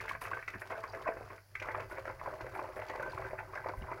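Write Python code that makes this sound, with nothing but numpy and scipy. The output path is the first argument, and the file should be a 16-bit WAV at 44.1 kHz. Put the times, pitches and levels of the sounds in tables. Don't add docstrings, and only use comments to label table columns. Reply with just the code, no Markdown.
import sys
import numpy as np
from scipy import signal
from scipy.fft import rfft, irfft
from scipy.io import wavfile

SR = 44100
rng = np.random.default_rng(int(sys.argv[2]) if len(sys.argv) > 2 else 0)


def bounce(signal):
    frames = np.transpose(np.atleast_2d(signal))
    limited = np.clip(frames, -1, 1)
    pcm = np.round(limited * 32767).astype(np.int16)
    wavfile.write(sys.argv[1], SR, pcm)


N = 176400
T = np.arange(N) / SR

# frequency_hz, level_db
HUM_TONES = [(99, -63.5)]
HISS_SPECTRUM = [(100, 20), (300, 12), (700, 14.5), (1500, 11), (2600, 4), (3600, 1), (4700, 14.5),
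                 (6000, 8), (8700, -2.5), (10300, 10), (13000, 3), (15000, 6.5), (16000, 7.5)]
# frequency_hz, level_db
GRIP_ENVELOPE = [(0, -56), (.7, -64), (1.25, -55), (1.45, -71), (1.7, -55), (2.6, -58), (2.85, -60.5),
                 (3.2, -52), (3.5, -57.5), (4, -56)]
GRIP_SPECTRUM = [(20, -1), (45, 11), (75, 6.5), (115, 14.5), (160, -1.5), (220, -25), (320, -7.5),
                 (500, -35.5)]
# start_s, length_s, centre_hz, level_db
HAND_BUMPS = [(0.122, 0.1, 91, -59), (0.537, 0.064, 225, -51.5), (0.538, 0.062, 62.6, -55),
              (1.056, 0.15, 242, -70), (1.21, 0.038, 84, -61), (1.745, .25, 92, -72),
              (2.416, 0.087, 64.6, -54.5), (3.2, 0.12, 64, -74), (3.696, 0.094, 140, -61),
              (3.77, 0.11, 44.2, -41), (3.814, 0.046, 85, -46)]
# start_s, level_db, treble_share_db, pitch_hz
WALL_CRINKLES = [(0.014, -47, -8, 4440), (0.0398, -51, -23, 3580), (0.0917, -37.5, -13, 3100),
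                 (0.2126, -43.5, -9, 2600), (0.2364, -40, -32, 2880), (0.4776, -40.5, -19, 2680),
                 (0.5948, -48, -16, 5110), (1.078, -56, -32, 2870), (1.5524, -43.5, -20, 3200),
                 (1.5983, -39, -26, 2920), (1.6228, -40.5, -24, 3020), (1.8, -45, -31, 2960),
                 (2.4095, -43.5, -18, 4270), (2.8832, -42.5, -24, 4530), (2.8966, -42, -22, 3280),
                 (3.0247, -45.5, -12, 3200), (3.5503, -50, -26, 2800), (3.6865, -51, -25, 3370)]
# start_s, length_s, level_db
FINGER_SLIPS = [(0.106, 0.016, -65), (0.21, 0.069, -55), (.6, 0.036, -61.5), (1.896, 0.049, -65),
                (2.54, .06, -64), (2.757, 0.052, -64.5), (3.768, 0.042, -66)]
# frequency_hz, level_db
CRINKLE_SPECTRUM = [(1500, -28), (2300, 26), (3200, 15), (4800, 11.5), (6500, 10.5), (9000, -10.5),
                    (15000, -60)]
SLIP_SPECTRUM = [(3000, -1), (7000, -7.5), (10500, 8), (16000, -4)]
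FIZZ_SPECTRUM = [(2500, 8.5), (3600, 1.5), (4700, 4), (6300, -1.5), (8500, -7.5), (15000, -10)]
# pitch_hz, first_grip_db, second_grip_db, t60_s
BOTTLE_MODES = [(378.2, -5, 4, 0.098), (443.5, 7, -15, 0.22), (504.6, -14, -4, 0.11), (536.6, -2, 5, 0.21),
                (619, -5.5, 3.5, 0.076), (658, 6.5, 0, 0.21), (856, -9, 2, 0.18), (990, -4, -3, 0.042),
                (1065, -2, -7, 0.48), (1542, 2.5, 3, .2), (2016, -11, 7, 0.47), (2576, 9, -26, 0.12)]
# delay_s, gain_db
REFLECTIONS = [(.0019, -25.5), (.0036, -23.5), (.0056, -26.5), (.0093, -23.5)]
# time_s, level_db
FOAM_ENVELOPE = [(0, 14), (.25, 4.5), (.45, 6), (1.4, -2), (1.7, 2), (2.35, 0), (2.9, 2), (4, -4)]
VIGOUR_ENVELOPE = [(0, -4), (.155, -9), (.175, -43), (.205, -21), (.22, 0), (.39, -5), (.45, -20),
                   (.54, -6.5), (.68, -6), (.72, 1), (.81, -1), (.9, -1), (.95, -3.5), (1.02, 6.5),
                   (1.08, -2.5), (1.23, -0.5), (1.36, -4), (1.41, -24.5), (1.59, -16), (1.68, 1),
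                   (1.83, -4), (1.88, -10.5), (1.92, 5.5), (2.02, -4), (2.1, -1.5), (2.17, -9), (2.27, 6.5),
                   (2.47, -1), (2.515, -1), (2.56, 4), (2.73, -0.5), (2.79, -3), (3.05, 5), (3.4, -1.5),
                   (3.49, -2), (3.57, 2), (3.72, -4.5), (3.8, 2), (3.92, 3), (4, 2)]
# pitch_hz, level_db
FROTH_SPECTRUM = [(1500, -0.5), (2200, -7), (2600, 1), (2900, -29), (3300, -4)]
SMALL_SPECTRUM = [(330, -8.5), (450, -10), (620, -3), (780, 0), (1000, 3), (1400, 7), (1900, 4), (2300, 11),
                  (2700, -26)]
# start_s, pitch_hz, level_db
SURFACE_PINGS = [(.8775, 4650, -45.5), (.890, 4950, -50), (.899, 4730, -44), (0.9237, 5400, -50),
                 (.930, 4750, -51), (3.098, 4750, -46), (3.119, 4240, -42.5), (3.542, 4730, -50),
                 (3.553, 5180, -47), (3.671, 4770, -51), (3.686, 4550, -44.5), (3.82, 2850, -41.5)]
# start_s, pitch_hz, level_db, unscaled_t60_s, splash_db
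LARGE_BUBBLES = [(0.0017, 2190, -28, 0.017, -41.5), (0.0137, 1260, -24.5, 0.014, -45),
                 (0.0411, 1410, -37, 0.064, -56), (0.052, 1024, -39, 0.038, -47),
                 (0.079, 1950, -59, 0.028, -38), (0.092, 2090, -24, 0.025, -32.5),
                 (0.1109, 1110, -22.5, 0.021, -45), (0.1305, 1550, -43, 0.044, -42),
                 (0.1494, 1110, -29, 0.013, -36.5), (0.2151, 1023, -34.5, 0.052, -41.5),
                 (0.2513, 1600, -72, 0.053, -36), (0.2681, 1510, -53, 0.035, -38.5),
                 (0.3144, 1122, -27, 0.035, -43), (0.332, 1540, -21, 0.022, -40.5),
                 (0.3691, 477, -38.5, 0.026, -45), (0.3698, 1240, -31, 0.025, -38.5),
                 (0.3887, 1700, -40, 0.06, -49), (0.425, 1886, -41, 0.064, -42.5),
                 (0.4775, 2220, -24, 0.029, -35), (0.4803, 1940, -28, 0.022, -37),
                 (0.5368, 1790, -40, 0.07, -38.5), (0.555, 1770, -31.5, 0.022, -58),
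                 (0.6158, 645, -38.5, 0.024, -46), (0.6172, 1710, -36.5, 0.031, -40.5),
                 (0.703, 657, -42.5, 0.053, -39), (0.7215, 643, -36.5, 0.056, -37.5),
                 (0.752, 1484, -36, 0.057, -58), (0.7764, 658, -40.5, 0.08, -47),
                 (0.8375, 1094, -28, 0.041, -41), (0.934, 644, -40, 0.13, -41.5),
                 (0.947, 1690, -37, 0.03, -40), (1.0503, 1550, -36, 0.036, -58),
                 (1.058, 1073, -32, 0.076, -59), (1.066, 632, -31.5, 0.064, -64),
                 (1.0759, 1023, -25.5, 0.064, -31), (1.0886, 610, -20, 0.022, -49),
                 (1.1212, 1600, -28.5, 0.018, -65), (1.1685, 520.0, -31.5, 0.017, -45),
                 (1.2089, 570, -32.5, 0.022, -56), (1.301, 1052, -47, 0.14, -45.5),
                 (1.33, 550, -47, 0.054, -50.5), (1.379, 1400, -45, 0.025, -48.5),
                 (1.552, 2180, -22, 0.017, -33.5), (1.5971, 2403, -36, 0.091, -41),
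                 (1.6166, 530, -40, 0.022, -45), (1.622, 2103, -25.5, 0.033, -35.5),
                 (1.6546, 1263, -33.5, 0.038, -68), (1.6683, 606, -41, 0.02, -44.5),
                 (1.6854, 883, -38, 0.097, -34.5), (1.7073, 1940, -29, 0.023, -55),
                 (1.7468, 1143, -22, 0.025, -34), (1.7816, 690, -30.5, 0.022, -45),
                 (1.799, 1096, -44, 0.046, -36.5), (1.801, 466, -42, 0.078, -59),
                 (1.8207, 620, -35.5, 0.02, -45.5), (1.9123, 1460, -39, 0.065, -45.5),
                 (1.9714, 1990, -42, 0.047, -41), (1.9805, 538, -40, 0.079, -47),
                 (2.0535, 560, -41.0, 0.019, -40), (2.0758, 616, -36, 0.032, -56),
                 (2.077, 1380, -34.5, 0.058, -39.5), (2.0979, 990, -31, 0.028, -43),
                 (2.194, 1490, -40, 0.025, -45), (2.2132, 1040, -24.5, 0.013, -57),
                 (2.259, 1013, -32.5, 0.045, -42.5), (2.277, 552, -35, 0.072, -61),
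                 (2.3274, 535, -36, 0.03, -54), (2.4067, 970, -41, 0.039, -44),
                 (2.4442, 500, -34.5, 0.024, -54), (2.4659, 510, -39, 0.033, -42.5),
                 (2.5495, 1360, -37, 0.031, -39), (2.5915, 1025, -15.5, 0.01, -40),
                 (2.622, 568, -34, 0.043, -69), (2.6412, 670, -38, 0.019, -48),
                 (2.6879, 550, -39.5, 0.055, -60), (2.7651, 533, -37, 0.056, -42),
                 (2.7749, 643, -39.5, 0.044, -49), (2.7911, 596, -43, 0.044, -41),
                 (2.816, 1490, -52, 0.026, -38.5), (2.8976, 920, -39, 0.065, -37.5),
                 (2.9021, 1920, -37, 0.052, -56), (2.9166, 530, -37.5, 0.03, -62),
                 (2.9358, 1070, -36, 0.033, -49), (2.9525, 1030, -46, 0.043, -42),
                 (2.9964, 1640, -28.5, 0.022, -45), (2.9979, 530, -33.5, 0.047, -50),
                 (3.0196, 560, -38, 0.059, -60), (3.0268, 1495, -38.5, 0.23, -49),
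                 (3.0612, 996, -29.5, 0.023, -52), (3.0787, 538, -41, 0.075, -76),
                 (3.1329, 950, -31, 0.028, -52), (3.1759, 1146, -28, 0.032, -41.5),
                 (3.1944, 660, -34, 0.039, -73), (3.221, 1170, -31, 0.022, -40.5),
                 (3.2468, 1540, -34, 0.063, -44.5), (3.2648, 1580, -38, 0.037, -50),
                 (3.3078, 1890, -36.5, 0.037, -45.5), (3.3321, 600, -27, 0.014, -52),
                 (3.3865, 843, -42, 0.074, -50), (3.3876, 1990, -47, 0.098, -35),
                 (3.5341, 1105, -35, 0.052, -46.5), (3.5538, 1556, -37, 0.12, -41.5),
                 (3.5743, 1680, -24.5, 0.026, -44), (3.641, 1010, -34.5, 0.038, -45),
                 (3.6595, 610, -28, 0.028, -45), (3.667, 950, -25, 0.015, -44),
                 (3.686, 990, -25, 0.015, -50), (3.6923, 557, -30, 0.018, -40),
                 (3.7359, 1010, -31.5, 0.037, -73), (3.8843, 992, -40, 0.11, -56),
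                 (3.9149, 950, -31.5, 0.055, -39.5)]

HISS_DB, CUTOFF_HZ = -68.5, 15800
ROOM_DB, ROOM_T60_S, ROOM_DELAY_S = -9.5, 0.19, 0.00705
MIC_EDGE_HZ, MIC_LEAK_DB = 2425, -47
REGRIP_SPAN_S = (1.3, 1.55)
CRINKLE_DB, CRINKLE_TREBLE_DB, CRINKLE_RISE_S, CRINKLE_T60_S = -3, 4.5, 0.0027, 0.036
TICK_DB, TICK_T60_S, SLIP_GRAIN_HZ = -4.5, 0.024, 250
FIZZ_DB, FIZZ_STEADY, SNAPS_PER_S, SNAP_SPREAD_DB, SNAP_T60_S = -67.5, 0.28, 150, 2.6, .02
FROTH_DB, PING_DB, PING_T60_S, SPIT_DB = -62, -2.5, 0.021, -10
SMALL_DB, SIMMER_PER_S, SIMMER_SPREAD_DB, SIMMER_T60_CYCLES = -49, 700, 2.2, 14
BUBBLE_DB, RING_SCALE, ATTACK_AT_1KHZ_S = 1.5, 0.68, 0.00083
TWIN_DB, TWIN_MEAN_DELAY_S, TWIN_DETUNE = -6.5, 0.003137, 0.143
GULP_HZ, GULP_T60_S, GULP_DB, GULP_DB_PER_OCTAVE = 385, 0.024, -21, -9
SPLASH_GAIN, SPLASH_T60_S, SPLASH_RISE_AT_1KHZ_S, SPLASH_TOP_HZ = 1.33, 0.047, 0.00057, 2620
GATHER_DB, GATHER_S, STIR_T60_S, CALM_FLOOR = -9, .013, 0.16, 0.94


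def from_db(db):
    return 10 ** (np.asarray(db) / 20)


def unit_rms(x):
    return x / np.sqrt(np.mean(x ** 2) + 1e-20)


def envelope(rows):
    return from_db(np.interp(T, *np.transpose(rows)))


def gain_at(spectrum, hz):
    frequencies, db = np.transpose(spectrum)
    return from_db(np.interp(np.log(hz + 1), np.log(frequencies), db))


def coloured_noise(spectrum):
    gains = gain_at(spectrum, np.fft.rfftfreq(N, 1 / SR))
    return unit_rms(irfft(rfft(rng.standard_normal(N)) * gains, N))


def band_noise(samples, low_hz, high_hz):
    sos = signal.butter(2, [low_hz, high_hz], "band", fs=SR, output="sos")
    return unit_rms(signal.sosfilt(sos, rng.standard_normal(samples)))


def decay(t, t60):
    return np.exp(-np.log(1000) * t / t60)


def add(out, start_s, x):
    i = int(np.clip(start_s * SR, 0, N - 1))
    out[i:i + len(x)] += x[:N - i]


def swell(start_s, length_s):
    progress = np.clip((T - start_s) / length_s, 0, 1)
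    return np.sin(np.pi * np.sqrt(progress))


def resonate(x, hz, t60):
    radius = decay(1 / SR, t60)
    feedback = [1, -2 * radius * np.cos(2 * np.pi * hz / SR), radius ** 2]
    return signal.lfilter(np.array([1, 0, -1]) * (1 - radius ** 2) / 2, feedback, x + 1e-18)


def ring(hz, t60):
    t = np.arange(int(np.clip(t60, .005, .2) * SR)) / SR
    attack_s = ATTACK_AT_1KHZ_S * np.clip(hz / 1000, .5, 2)
    tone = np.sin(2 * np.pi * hz * (t + t * t / 2))
    return tone * (1 - np.exp(-t / attack_s)) * decay(t, t60)


def hum_and_hiss():
    hum = sum(from_db(db) * np.sqrt(2) * np.sin(2 * np.pi * hz * T) for hz, db in HUM_TONES)
    waver = 1 + band_noise(N, 0.45, 4.05)
    return hum * waver + from_db(HISS_DB) * coloured_noise(HISS_SPECTRUM)


def room(x):
    t = T[:SR // 2]
    tail = rng.standard_normal(len(t)) * decay(t, ROOM_T60_S) * (t > ROOM_DELAY_S)
    return x + from_db(ROOM_DB) * signal.fftconvolve(x, tail / np.sqrt(np.sum(tail ** 2)))[:N]


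def handling():
    out = envelope(GRIP_ENVELOPE) * coloured_noise(GRIP_SPECTRUM)
    for start_s, length_s, hz, db in HAND_BUMPS:
        out += from_db(db) * swell(start_s, length_s) * band_noise(N, hz / 1.65, hz * 1.7)
    return out


def plastic_wall():
    body, treble, ticks = np.zeros((3, N))
    t = T[:SR // 5]
    snap = (1 - np.exp(-t / CRINKLE_RISE_S)) * decay(t, CRINKLE_T60_S)
    for start_s, db, treble_db, hz in WALL_CRINKLES:
        add(body, start_s, from_db(db + CRINKLE_DB) * snap)
        add(treble, start_s, from_db(db + CRINKLE_DB + treble_db + CRINKLE_TREBLE_DB) * snap)
        add(ticks, start_s, from_db(db + TICK_DB) * ring(hz, TICK_T60_S))
    grain = unit_rms(band_noise(N, 10, SLIP_GRAIN_HZ) ** 2)
    slips = sum(from_db(db) * swell(start_s, length_s) for start_s, length_s, db in FINGER_SLIPS)
    treble += (.5 + .5 * grain) * slips
    return ticks + body * coloured_noise(CRINKLE_SPECTRUM) + treble * coloured_noise(SLIP_SPECTRUM)


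def stirring():
    agitation = np.zeros(N)
    for start_s, *_, splash_db in LARGE_BUBBLES:
        add(agitation, start_s, from_db(splash_db) * decay(T[:SR // 2], STIR_T60_S))
    return unit_rms(CALM_FLOOR + unit_rms(agitation))


def fizz():
    onsets = rng.random(N) < SNAPS_PER_S / SR
    impulses = onsets * from_db(SNAP_SPREAD_DB * np.minimum(rng.exponential(1, N), 4))
    snaps = unit_rms(signal.lfilter([1], [1, -decay(1 / SR, SNAP_T60_S)], impulses + 1e-18))
    activity = envelope(FOAM_ENVELOPE) * np.sqrt(envelope(VIGOUR_ENVELOPE) * stirring())
    return from_db(FIZZ_DB) * activity * (snaps + FIZZ_STEADY) * coloured_noise(FIZZ_SPECTRUM)


def simmer(spectrum):
    out = np.zeros(N)
    low_hz, high_hz = spectrum[0][0], spectrum[-1][0]
    draws = rng.random((4000, 4))
    for when, pitch, size, sign in draws[:int(SIMMER_PER_S * N / SR)]:
        hz = low_hz * (high_hz / low_hz) ** pitch
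        gain = from_db(SIMMER_SPREAD_DB * min(-np.log(size), 3.5)) * gain_at(spectrum, hz)
        add(out, when * N / SR, np.sign(sign - .5) * gain * ring(hz, SIMMER_T60_CYCLES / hz))
    return unit_rms(out)


def froth():
    activity = envelope(FOAM_ENVELOPE) * np.sqrt(envelope(VIGOUR_ENVELOPE)) * stirring()
    out = from_db(FROTH_DB) * activity * simmer(FROTH_SPECTRUM)
    for start_s, hz, db in SURFACE_PINGS:
        ping = ring(hz, PING_T60_S)
        spit = band_noise(len(ping), .8 * hz, 1.2 * hz) * decay(T[:len(ping)], PING_T60_S)
        add(out, start_s, from_db(db + PING_DB) * (ping + from_db(SPIT_DB) * spit))
    return out


def muffle(x):
    lowpass = signal.butter(12, MIC_EDGE_HZ, fs=SR, output="sos")
    return signal.sosfilt(lowpass, x) + from_db(MIC_LEAK_DB) * x


def bottle(x):
    regrip = np.interp(T, REGRIP_SPAN_S, [0, 1])
    out = x.copy()
    for hz, first_db, second_db, t60 in BOTTLE_MODES:
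        out += resonate(x * from_db(first_db + regrip * (second_db - first_db)), hz, t60)
    for delay_s, db in REFLECTIONS:
        add(out, delay_s, from_db(db) * x)
    return out


def small_bubbles():
    return from_db(SMALL_DB) * envelope(VIGOUR_ENVELOPE) * stirring() * simmer(SMALL_SPECTRUM)


def large_bubbles():
    out, t, vigour = np.zeros(N), T[:SR // 10], envelope(VIGOUR_ENVELOPE)
    for start_s, hz, db, unscaled_t60, splash_db in LARGE_BUBBLES:
        spray = band_noise(len(t), min(.64 * hz, .8 * SPLASH_TOP_HZ), SPLASH_TOP_HZ)
        spray *= SPLASH_GAIN * from_db(splash_db)
        t60 = unscaled_t60 * RING_SCALE
        add(out, start_s, from_db(db + BUBBLE_DB) * ring(hz, t60))
        twin = ring(hz * np.exp(TWIN_DETUNE * rng.standard_normal()), t60)
        twin_s = start_s + TWIN_MEAN_DELAY_S * (.5 + rng.random())
        add(out, twin_s, from_db(db + BUBBLE_DB + TWIN_DB) * twin)
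        gulp_db = db + GULP_DB + GULP_DB_PER_OCTAVE * np.log2(hz / 600)
        add(out, start_s, from_db(gulp_db) * ring(GULP_HZ, GULP_T60_S))
        rise_s = SPLASH_RISE_AT_1KHZ_S * (hz / 1000) ** .51
        add(out, start_s, (1 - np.exp(-t / rise_s)) * decay(t, SPLASH_T60_S) * spray)
        gather = np.linspace(0, min(np.interp(start_s, T, vigour), 1), int(GATHER_S * SR))
        add(out, start_s - GATHER_S, from_db(GATHER_DB) * gather * spray[-len(gather):])
    return out


def scene():
    liquid = from_db(-1) * muffle(bottle(large_bubbles() + small_bubbles()))
    reverberant = room(liquid + froth() + fizz() + plastic_wall())
    return (reverberant + handling() + hum_and_hiss())[None]


def record(dry):
    return signal.sosfilt(signal.ellip(10, .1, 70, CUTOFF_HZ, fs=SR, output="sos"), dry)


dry = scene()
out = record(dry)
bounce(out)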